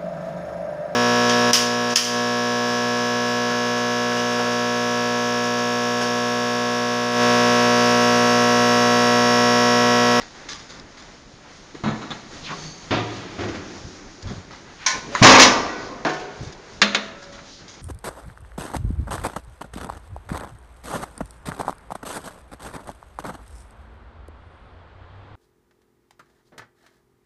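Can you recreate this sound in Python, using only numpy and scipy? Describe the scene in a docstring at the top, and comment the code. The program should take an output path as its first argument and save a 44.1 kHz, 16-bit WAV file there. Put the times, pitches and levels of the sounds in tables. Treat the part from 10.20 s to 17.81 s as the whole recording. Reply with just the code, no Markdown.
"""A heavy steel barrel smoker is opened beside a brick wall, close to a small handheld microphone.
Over soft outdoor hiss come light scuffs and taps. One lid thuds open; hinges rub and squeak; a second
lid clangs and settles on its stop. Air puffs on the microphone. A latch clacks, the tall door judders
free, overloading the microphone, and hits its stop. Steel claps twice, and a few scuffs follow.
Each blow on steel is a contact crack, a wash of dense modes and the ring of the part's strong modes."""
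import sys
import numpy as np
from scipy import signal
from scipy.fft import rfft, irfft, next_fast_len
from scipy.io import wavfile
from scipy.ndimage import map_coordinates

SR = 44100
rng = np.random.default_rng(int(sys.argv[2]) if len(sys.argv) > 2 else 0)


def waveform_to_disk(signal):
    """Save audio, clipped to [-1, 1], as 16-bit WAV at the path in sys.argv[1]."""
    frames = np.transpose(np.atleast_2d(signal))
    scaled = np.clip(frames, -1, 1) * 32767
    samples = np.round(scaled).astype(np.int16)
    wavfile.write(sys.argv[1], SR, samples)


N = 335820


def amp(db):
    """Decibels to gain."""
    return 10 ** (np.asarray(db) / 20)


def unit(x):
    """x at rms 1."""
    return x / np.sqrt(np.mean(x ** 2) + 1e-20)


def along(points, hz):
    """Interpolate (f/Hz, value) points on a log frequency axis."""
    point_hz, values = np.transpose(points)
    return np.interp(np.log(hz + 1), np.log(point_hz + 1), values)


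def filtered(x, response):
    """Zero-phase filter with gain response(hz)."""
    size = next_fast_len(len(x) + SR // 10)
    return irfft(rfft(x, size) * response(np.fft.rfftfreq(size, 1 / SR) + 1), size)[:len(x)]


def noise(response, size=SR):
    """Coloured noise at rms 1."""
    return unit(filtered(rng.standard_normal(size), response))


def add(track, at_s, sound):
    """Mix sound into track at at_s."""
    start = max(round(at_s * SR), 0)
    track[start:start + len(sound)] += sound[:max(N - start, 0)]


def air():
    """Outdoor rumble, dull middle and hiss: one shared slow swell, separate flutter."""
    # background spectrum: f/Hz, density/dB
    colour = [(12, -35), (22, -0.5), (70, -6), (170, -5), (300, -8.5), (420, -14), (700, -15.5),
              (1200, -17), (2000, -17), (2700, -19.5), (3600, -20), (6200, -22.5), (8000, -25),
              (11000, -34), (14000, -89)]
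    # hiss contour, highest as the second lid opens: t/s, level/dB
    contour = [(0.0, -49.5), (0.54, -49.5), (1.17, -53), (1.6, -53.5), (1.71, -50.5), (2.45, -42),
               (2.53, -46.5), (3.13, -47), (4.55, -51.5)]
    t = np.arange(N) / SR
    hiss_db = np.interp(t, *np.transpose(contour))
    swell_db = hiss_db - hiss_db.mean()
    rumble_db, middle_db = -50 + 0.21 * swell_db, -48.5 + 0.53 * swell_db
    flutter_hz, flutter_db = 14, 1.75
    out = np.zeros(N)
    for db, low_hz, high_hz in [(rumble_db, 20, 590), (middle_db, 330, 2240),
                                (hiss_db - 0.95, 3500, 20000)]:
        skirts = lambda hz: np.sqrt((1 + (low_hz / hz) ** 6) * (1 + (hz / high_hz) ** 6))
        band = noise(lambda hz: amp(along(colour, hz)) / skirts(hz), size=N)
        flutter = map_coordinates(rng.standard_normal(128), [t * flutter_hz])
        out += band * amp(db + flutter_db * flutter)
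    return out


def grit(events, gain_db, t60_s):
    """Decaying bursts of grainy noise with a faint ring of steel mesh."""
    # mesh spectrum: f/Hz, density/dB
    mesh = [(200, -12), (1200, -1), (1750, -2), (2050, 0.5), (2600, -10), (3600, -1.5), (4600, -4),
            (5000, -1.5), (5400, -5), (6800, -5.5), (8500, -11.5), (11000, -18), (14000, -60)]
    out, t = np.zeros(N), np.arange(SR) / SR
    grid_hz = np.arange(0, SR / 2, 40)
    onset = 1 - np.exp(-t / 0.001)
    for at_s, db, tilt_db_oct in events:
        ripple_db = 4 * rng.standard_normal(len(grid_hz))
        grains = rng.standard_normal(SR)
        grains *= amp(3 * rng.standard_normal(SR // 100 + 1)).repeat(100)[:SR]
        shape_db = ripple_db + tilt_db_oct * np.log2(np.clip(grid_hz, 500, 6000) / 1000)
        ring = filtered(grains, lambda hz: amp(along(mesh, hz) + np.interp(hz, grid_hz, shape_db)))
        add(out, at_s, amp(db + gain_db - 60 * t / t60_s) * onset * unit(ring))
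    return out


def scuffs_and_ticks():
    """Light scuffs on the mesh and short dry ticks."""
    # contacts, both tables: t/s, level/dB, tilt/(dB/oct)
    scuffs = [(0.0024, -30.5, -2.3), (0.1474, -39.5, 0.5), (0.2864, -24, 1.8), (0.4912, -34, -0.3),
              (0.7718, -35.5, 0.8), (4.0699, -33, -2.2), (4.3079, -32.5, -4.7), (6.2244, -37, 6.5),
              (7.0185, -37, -0.5), (7.1225, -35.5, -0.5), (7.479, -35, 4)]
    ticks = [(0.597, -35, 4.4), (4.023, -29, 6.6), (6.3243, -29.5, 1.9)]
    return grit(scuffs, gain_db=-7, t60_s=0.48) + grit(ticks, gain_db=-5, t60_s=0.042)


def swells(events):
    """Band noise of friction or air under Gaussian envelopes centred on the event times."""
    out, t = np.zeros(N), np.arange(SR) / SR - .5
    for at_s, db, centre_hz, width_oct, sigma_s in events:
        band = noise(lambda hz: 1 / (1 + (np.log2(hz / centre_hz) / width_oct) ** 2) ** 1.6)
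        envelope = np.exp(-.5 * (t / sigma_s) ** 2)
        swell = amp(db) * unit(band * envelope) * np.sqrt(np.mean(envelope ** 2))
        skip = max(round((.5 - at_s) * SR), 0)
        add(out, at_s - .5, swell[skip:])
    return out


def handling_taps():
    """Soft, dull taps of handling."""
    # taps: t/s, level/dB
    taps = [(.26, -39), (1.551, -31.5), (1.608, -38)]
    centre_hz, width_oct, sigma_s = 308, 0.32, 0.0031
    return swells([(at_s, db, centre_hz, width_oct, sigma_s) for at_s, db in taps])


def rattle(blows, gap_s=.02, widen=1.5, loss_db=3, dulling_db_oct=0):
    """A loose part rebounds at widening gaps, each time weaker; negative dulling brightens."""
    rebound_rise_s = 0.003
    delays_s = np.cumsum(gap_s * widen ** np.arange(8))
    contacts = []
    for at_s, db, tilt_db_oct, rise_s, rattle_s in blows:
        contacts.append((at_s, db, tilt_db_oct, rise_s))
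        for k, delay_s in enumerate(delays_s[delays_s < rattle_s], 1):
            contacts.append((at_s + delay_s, db - k * loss_db,
                             tilt_db_oct - k * dulling_db_oct, rebound_rise_s))
    return contacts


def steel(contacts, modes, colour, *, wash_t60_s, damping_exp, ring_db, ring_t60_s,
          frame_db, frame_t60_s, crack_db, ripple_db):
    """Struck steel: crack, dense wash dying treble first, strong modes. t60 settings apply at 1 kHz."""
    out, t = np.zeros(N), np.arange(SR) / SR
    mode_hz, mode_db, mode_t60_s = np.transpose(modes)
    # plate damping caps each mode's decay time
    life_s = np.clip(mode_t60_s, .05, ring_t60_s * np.sqrt(1000 / mode_hz))
    decay = amp(mode_db[:, None] - 60 * t / life_s[:, None])
    # crowded upper modes keep their places from blow to blow
    grid_hz = np.arange(0, SR / 2, 14)
    crowd_db = ripple_db * np.clip(rng.standard_normal(len(grid_hz)), -2, 1.8)
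    crowd_db *= np.clip(grid_hz / 1500, 0, 1)
    end_fade = np.minimum(10 * (1 - t), 1)
    for at_s, db, tilt_db_oct, rise_s in contacts:
        hardness = lambda hz: amp(tilt_db_oct * np.log2(np.clip(hz, 120, 6000) / 1000))
        wash = noise(lambda hz: amp(along(colour, hz) + np.interp(hz, grid_hz, crowd_db)) * hardness(hz))
        crack = noise(lambda hz: amp(along(colour, hz)) * hardness(hz) * hz ** 0.31)
        crack *= amp(crack_db - 60 * t / 0.063)
        # plates radiate fast; the welded frame lingers, far weaker
        bin_hz, slice_s, spectrum = signal.stft(wash, SR, nperseg=256)
        age_s = slice_s * (np.maximum(bin_hz, 200)[:, None] / 1000) ** damping_exp
        wash_decay = amp(-60 * age_s / wash_t60_s) + amp(frame_db - 60 * age_s / frame_t60_s)
        wash = signal.istft(spectrum * wash_decay, SR, nperseg=256)[1][:SR]
        phase = rng.uniform(0, 2 * np.pi, len(modes))
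        weights = unit(hardness(mode_hz)) * amp(rng.normal(0, 1.5, len(modes)))
        weights /= np.linalg.norm(amp(mode_db))
        # the part is held differently at each contact: slight detuning
        detuned_hz = mode_hz * (1 + rng.normal(0, .003, len(modes)))
        ring = weights @ (decay * np.sin(2 * np.pi * detuned_hz[:, None] * t + phase[:, None]))
        onset = 1 - np.exp(-t / max(rise_s, 1e-4))
        add(out, at_s, amp(db) * onset * end_fade * (crack + wash + amp(ring_db) * ring))
    return out


def first_lid():
    """The first lid thuds open and rattles."""
    # blows: t/s, level/dB, tilt/(dB/oct), rise/s, rattle/s
    blows = [(1.548, -42, 3.5, .0002, 0), (1.636, -24, 0.3, 0.0007, .07), (1.812, -33, 2, 0.0057, 0),
             (1.905, -33.5, 3.5, .0003, 0)]
    # strong modes: f/Hz, level/dB, t60/s
    modes = [(111, -2, 0.24), (147.5, 2, 0.26), (218.5, 0.5, 0.57), (316, -10.5, 0.43), (920, -17, 0.71),
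             (1230, -26, 0.44), (1340, -29, .25), (1740, -18, 0.51), (2180, -26, 0.4), (3830, -12.5, 0.12)]
    # dense modes: f/Hz, density/dB
    colour = [(50, -36), (85, -25), (125, -3), (215, -3.5), (420, -11.5), (900, -14), (1400, -19),
              (2200, -23.5), (2900, -32), (4100, -28), (4800, -41.5), (7200, -38.5), (10000, -48),
              (13000, -85.5)]
    contacts = rattle(blows, gap_s=0.02, widen=1.0, loss_db=2.25)
    return steel(contacts, modes, colour, wash_t60_s=0.28, damping_exp=0.018, ring_db=5,
                 ring_t60_s=0.81, frame_db=-15.5, frame_t60_s=2.0, crack_db=-10, ripple_db=6)


def hinges():
    """Friction: broad rubs, narrow squeaks, a falling scrape as the second lid's hinge takes load."""
    # rubs of hinges, handle and sleeve: t/s, level/dB, f/Hz, width/oct, sigma/s
    rubs = [(1.922, -35, 1260, 0.97, 0.0093), (2.39, -42.5, 156, 0.16, 0.13),
            (3.6, -51.5, 5600, 0.45, 0.33), (4.64, -40, 1680, 1.6, 0.035), (4.765, -33.5, 240, 3.1, 0.026),
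            (4.92, -38, 225, 1.7, 0.088), (4.99, -31, 1260, 2.7, 0.043), (5.63, -45.5, 4800, 0.6, 0.073),
            (7.19, -44.5, 1380, .9, .012), (7.34, -47.5, 4470, 0.66, .064)]
    # hinge squeaks: t/s, level/dB, f/Hz, sigma/s
    squeaks = [(1.915, -31.5, 3500, 0.0058), (2.322, -36, 1110, 0.018), (2.464, -46.5, 4500, 0.097),
               (2.463, -47.5, 6370, 0.1), (4.941, -35.5, 570, .025)]
    squeak_oct = 0.058
    squeal = [(at_s, db, hz, squeak_oct, sigma_s) for at_s, db, hz, sigma_s in squeaks]
    start_s, span_s, from_hz, to_hz = 2.262, .062, 3800, 1020
    slip_db, slip_oct, slip_sigma_s = -38, 0.61, 0.019
    scrape = [(start_s + u * span_s, slip_db, from_hz * (to_hz / from_hz) ** u, slip_oct, slip_sigma_s)
              for u in np.linspace(0, 1, 4)]
    return swells(rubs) + swells(squeal) + swells(scrape)


def second_lid():
    """The second lid clangs loose."""
    # blows: t/s, level/dB, tilt/(dB/oct), rise/s, rattle/s
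    blows = [(2.298, -34.5, 0.5, 0.0036, .02), (2.708, -19.5, -0.53, 0.00089, .075),
             (2.953, -41, 4, 0.0044, 0)]
    # strong modes: f/Hz, level/dB, t60/s
    modes = [(111.7, -4, 1.1), (187, -35, 2.5), (282, 6.5, 0.27), (396.5, -4.5, 2.3), (467, -11, 1.2),
             (551, -17, 0.88), (722, -5.5, 1), (890, -13, 0.29), (970, 0, 0.41), (985, -36, 1.4),
             (1028, -21, 0.81), (1207, -4, 0.59), (1380, -8, 0.44), (1400, -20, 0.57), (1497, -25, 1),
             (1850, -15, 0.26)]
    # dense modes: f/Hz, density/dB
    colour = [(35, -51), (60, -23), (107, -7.5), (144, -10), (203, -2), (246, -15), (292, -1), (479, -13),
              (949, -12.5), (1100, -15.5), (4160, -21), (6660, -36), (10000, -49), (13000, -101),
              (22000, -120)]
    contacts = rattle(blows, gap_s=.011, widen=1.7, loss_db=2, dulling_db_oct=0.09)
    return steel(contacts, modes, colour, wash_t60_s=0.24, damping_exp=0.053, ring_db=-2.5,
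                 ring_t60_s=0.92, frame_db=-15, frame_t60_s=3.1, crack_db=-20, ripple_db=4)


def lid_stop():
    """The second lid bounces and settles on its stop."""
    # blow: t/s, level/dB, tilt/(dB/oct), rise/s, rattle/s
    blows = [(3.183, -27, 0, 0.0077, .18)]
    # strong modes: f/Hz, level/dB, t60/s
    modes = [(103, 0.5, 1), (158, -4, 3.0), (198, -7, 2.1), (301, -1.5, 0.97), (498, 5, 0.16),
             (713, 1.5, 0.2), (880, -12, 0.78), (945, -25, 0.91), (1160, -9, 1.7), (1400, -21, 0.74)]
    # dense modes: f/Hz, density/dB
    colour = [(29, -52), (50, -23), (92, 1), (133, -16), (361, -0.5), (459, -12), (724, -14), (919, -17.5),
              (1450, -16), (6220, -31), (9000, -37), (11700, -87), (19800, -120)]
    contacts = rattle(blows, gap_s=.021, widen=1.45, loss_db=1.5, dulling_db_oct=-0.32)
    return steel(contacts, modes, colour, wash_t60_s=0.23, damping_exp=0.27, ring_db=-1,
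                 ring_t60_s=0.82, frame_db=-13.5, frame_t60_s=2.3, crack_db=-16, ripple_db=3.5)


def air_puffs():
    """Low puffs of air on the microphone."""
    # puffs: t/s, level/dB, f/Hz
    puffs = [(3.661, -37.5, 60), (4.069, -29.5, 66), (4.118, -30.5, 145), (4.189, -35, 108),
             (6.224, -32, 91.5), (6.279, -35, 89)]
    width_oct, sigma_s = 1.2, 0.019
    return swells([(at_s, db, hz, width_oct, sigma_s) for at_s, db, hz in puffs])


def latch():
    """The latch clacks; its tongue then snaps past the keeper."""
    # blow: t/s, level/dB, tilt/(dB/oct), rise/s, rattle/s
    blows = [(4.662, -16.5, 0.92, 0.00099, .11)]
    # strong modes: f/Hz, level/dB, t60/s
    modes = [(936, -7, 0.51), (990, -13, .3), (1050, -1, 0.45), (1480, -5.5, 0.46), (1780, -5, 0.43),
             (2260, -1.5, 0.25), (2400, -12, .9), (4010, -4, 0.2), (4350, -14, 0.51), (4830, -14, .3),
             (5539, -6, .25), (5700, -8, 0.22), (5850, -13, 0.24), (6350, -10, 0.23)]
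    # dense modes: f/Hz, density/dB
    colour = [(240, -50), (400, -34), (870, -14), (1040, -10), (1370, -22), (1430, -19), (1760, -9),
              (2950, -19), (4050, -13.5), (4990, -15.5), (5730, -10), (8000, -17.5), (9060, -20.5),
              (9980, -22), (11000, -82), (14300, -110), (22000, -120)]
    # tongue resonances before sharpening: f/Hz, width/Hz, level/dB
    tongue = [(990, 61, -2), (1150, 160, -6.5), (1350, 170, -6), (1770, 170, -6), (1990, 110, -6.5),
              (3970, 350, -10), (6400, 1100, -10.5)]
    contacts = rattle(blows, gap_s=.036, widen=2.3, loss_db=10, dulling_db_oct=0.94)
    out = steel(contacts, modes, colour, wash_t60_s=0.38, damping_exp=0.34, ring_db=-0.5,
                ring_t60_s=1.0, frame_db=-20.5, frame_t60_s=2.2, crack_db=-0.5, ripple_db=2.5)
    t = np.arange(SR) / SR
    peaks = lambda hz: sum(amp(db) * hz * width_hz / np.abs(peak_hz ** 2 - hz ** 2 + 1j * hz * width_hz)
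                           for peak_hz, width_hz, db in tongue)
    snap = noise(lambda hz: peaks(hz) ** 2.4)  # exponent sharpens the peaks
    decay = amp(-14 - 60 * t / 0.024) + amp(-23 - 60 * t / 0.25)
    add(out, 4.951, snap * decay)
    return out


def door():
    """The door judders out of its frame; the whole sheet flexes and booms."""
    # blows: t/s, level/dB, tilt/(dB/oct), rise/s, rattle/s
    blows = [(5.008, -27, -3.5, 0.0019, 0), (5.018, -12.5, -6.5, .0008, 0.011),
             (5.024, -4.5, 1.35, 0.0043, 0.16), (5.197, -4, 5.5, .0002, 0.04)]
    # strong modes: f/Hz, level/dB, t60/s
    modes = [(207.3, 3, 0.56), (255.6, 7.5, 0.53), (404, -15.5, 3.3), (508, -8.5, 2.78), (555, 5.5, 0.57),
             (600, -24, 3.7), (651.4, -13, 1.6), (700, -6.5, 1.5), (752, 3.5, .7), (890, -10.5, 0.49),
             (926, 3, 0.74), (1010, -13, 2.7), (1063, -11.5, 1.7), (1070, 1, 0.59), (1175, 1, 1.01),
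             (1240, -12, 1.4), (1400, -8, 1.3), (1493, -8, 3.6), (1523, -7, 0.98), (1520, -23, 0.43),
             (1644, -3, 0.76), (1915, -9, 1.9), (1980, -2.5, .6), (2040, -10, 0.47), (2250, -3.5, 0.44),
             (2190, -6, 0.31), (2620, -9, 0.31), (2725, 3, 0.18), (5370, -6, 0.57), (6960, -14, 0.27)]
    # dense modes: f/Hz, density/dB
    colour = [(29, -33), (50, -33), (103, -20.5), (151, -21), (254, -7.5), (427, -8), (535, -5),
              (821, -6.5), (1150, -1.5), (1350, -9), (1690, -4.5), (3110, -11), (5590, -12.5), (6700, -15),
              (11000, -24.5), (14300, -71), (22000, -120)]
    # sheet flexure: f/Hz, level/dB, t60/s
    flex_modes = [(108, -37, 0.27), (121.7, -7.5, 0.34), (149, -11.5, 0.17), (177.6, -21, 0.36)]
    contacts = rattle(blows, gap_s=.019, widen=1.13, loss_db=0.73, dulling_db_oct=0.22)
    out = steel(contacts, modes, colour, wash_t60_s=0.44, damping_exp=0.47, ring_db=-6.5,
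                ring_t60_s=1.6, frame_db=-19.5, frame_t60_s=1.83, crack_db=-25, ripple_db=4)
    t = np.arange(SR) / SR
    boom = sum(amp(db - 60 * t / t60_s) * np.sin(2 * np.pi * hz * t) for hz, db, t60_s in flex_modes)
    onset = 1 - np.exp(-t / 0.0018)
    add(out, 5.016, onset * boom)
    return out


def door_stop():
    """The door hits its stop and rebounds."""
    # blow: t/s, level/dB, tilt/(dB/oct), rise/s, rattle/s
    blows = [(5.849, -20, 0.71, 0.00068, .17)]
    # strong modes: f/Hz, level/dB, t60/s
    modes = [(380, -13.5, 1.4), (658.5, -2, 0.4), (733, -5, 0.96), (805, -23, 0.32), (920, -15, 1.4),
             (1020, -16, 0.54), (1076, -14, 0.78), (1260, -17, 1), (1470, -14, 0.53), (1570, -25, 0.18),
             (1771, -13, 0.57), (2090, -27, 0.87)]
    # dense modes: f/Hz, density/dB
    colour = [(71, -52), (120, -24), (155, -3.5), (184, -18.5), (320, -4.5), (351, -8), (392, 0),
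              (589, -10), (659, -7.5), (1380, -15.5), (1600, -12.5), (1890, -20.5), (5850, -37),
              (10000, -50), (13000, -91), (22000, -120)]
    contacts = rattle(blows, gap_s=.016, widen=1.6, loss_db=5.5, dulling_db_oct=-2.4)
    return steel(contacts, modes, colour, wash_t60_s=0.24, damping_exp=0.15, ring_db=-2.5,
                 ring_t60_s=0.71, frame_db=-14, frame_t60_s=2.1, crack_db=4, ripple_db=4)


def claps():
    """Steel drops hard on steel and bounces once."""
    # blows: t/s, level/dB, tilt/(dB/oct), rise/s, rattle/s
    blows = [(6.617, -9, 0.77, 0.0001, 0), (6.747, -16, 0.18, 0.00023, 0)]
    # strong modes: f/Hz, level/dB, t60/s
    modes = [(205.5, 3.5, 0.49), (566, -14, 2.1), (658, -16, 1.3), (1150, 1, 0.16), (1314, -19, 1.6),
             (1410, -14.5, 1.1), (1610, -27, .6), (1860, -19, .35), (2040, -17, .2), (2160, -12, 0.33),
             (2520, -14, 0.66), (2530, -5, 0.19), (3280, -13, .25), (3510, -3, .3), (4090, -6, 0.34),
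             (4220, -5, 0.27)]
    # dense modes: f/Hz, density/dB
    colour = [(65, -61), (110, -48), (200, -11.5), (262, -10), (741, -12), (848, -14.5), (1510, -8.5),
              (1830, -7), (2860, -11.5), (3810, -9.5), (4990, -18.5), (6540, -18.5), (8080, -25.5),
              (9430, -25.5), (11000, -81), (14300, -107), (22000, -120)]
    return steel(rattle(blows), modes, colour, wash_t60_s=0.12, damping_exp=0.37, ring_db=-6.5,
                 ring_t60_s=1.8, frame_db=-14, frame_t60_s=0.94, crack_db=1.5, ripple_db=4)


def scene():
    """Mono sum at the microphone."""
    scuffs = scuffs_and_ticks()
    impacts = first_lid() + second_lid() + lid_stop() + latch() + door() + door_stop() + claps()
    return (scuffs + impacts + hinges() + handling_taps() + air_puffs() + air())[None]


def record(dry):
    """The microphone saturates on the loudest blows and passes little treble; full scale clips."""
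    # microphone response: f/Hz, gain/dB
    response = [(20, 2), (70, 0.5), (6800, 1), (7400, -8), (7900, -21), (8800, -11.5), (9700, -16.5),
                (10600, -34.5), (15500, -36.5)]
    ceiling, cutoff_hz = .84, 15800
    saturated = dry[0] / (1 + np.abs(dry[0] / ceiling) ** 6) ** (1 / 6)
    coloured = filtered(saturated, lambda hz: amp(along(response, hz)))
    clipped = np.clip(coloured, -1, 1)
    return filtered(clipped, lambda hz: hz < cutoff_hz)[None]


dry = scene()
out = record(dry)
waveform_to_disk(out)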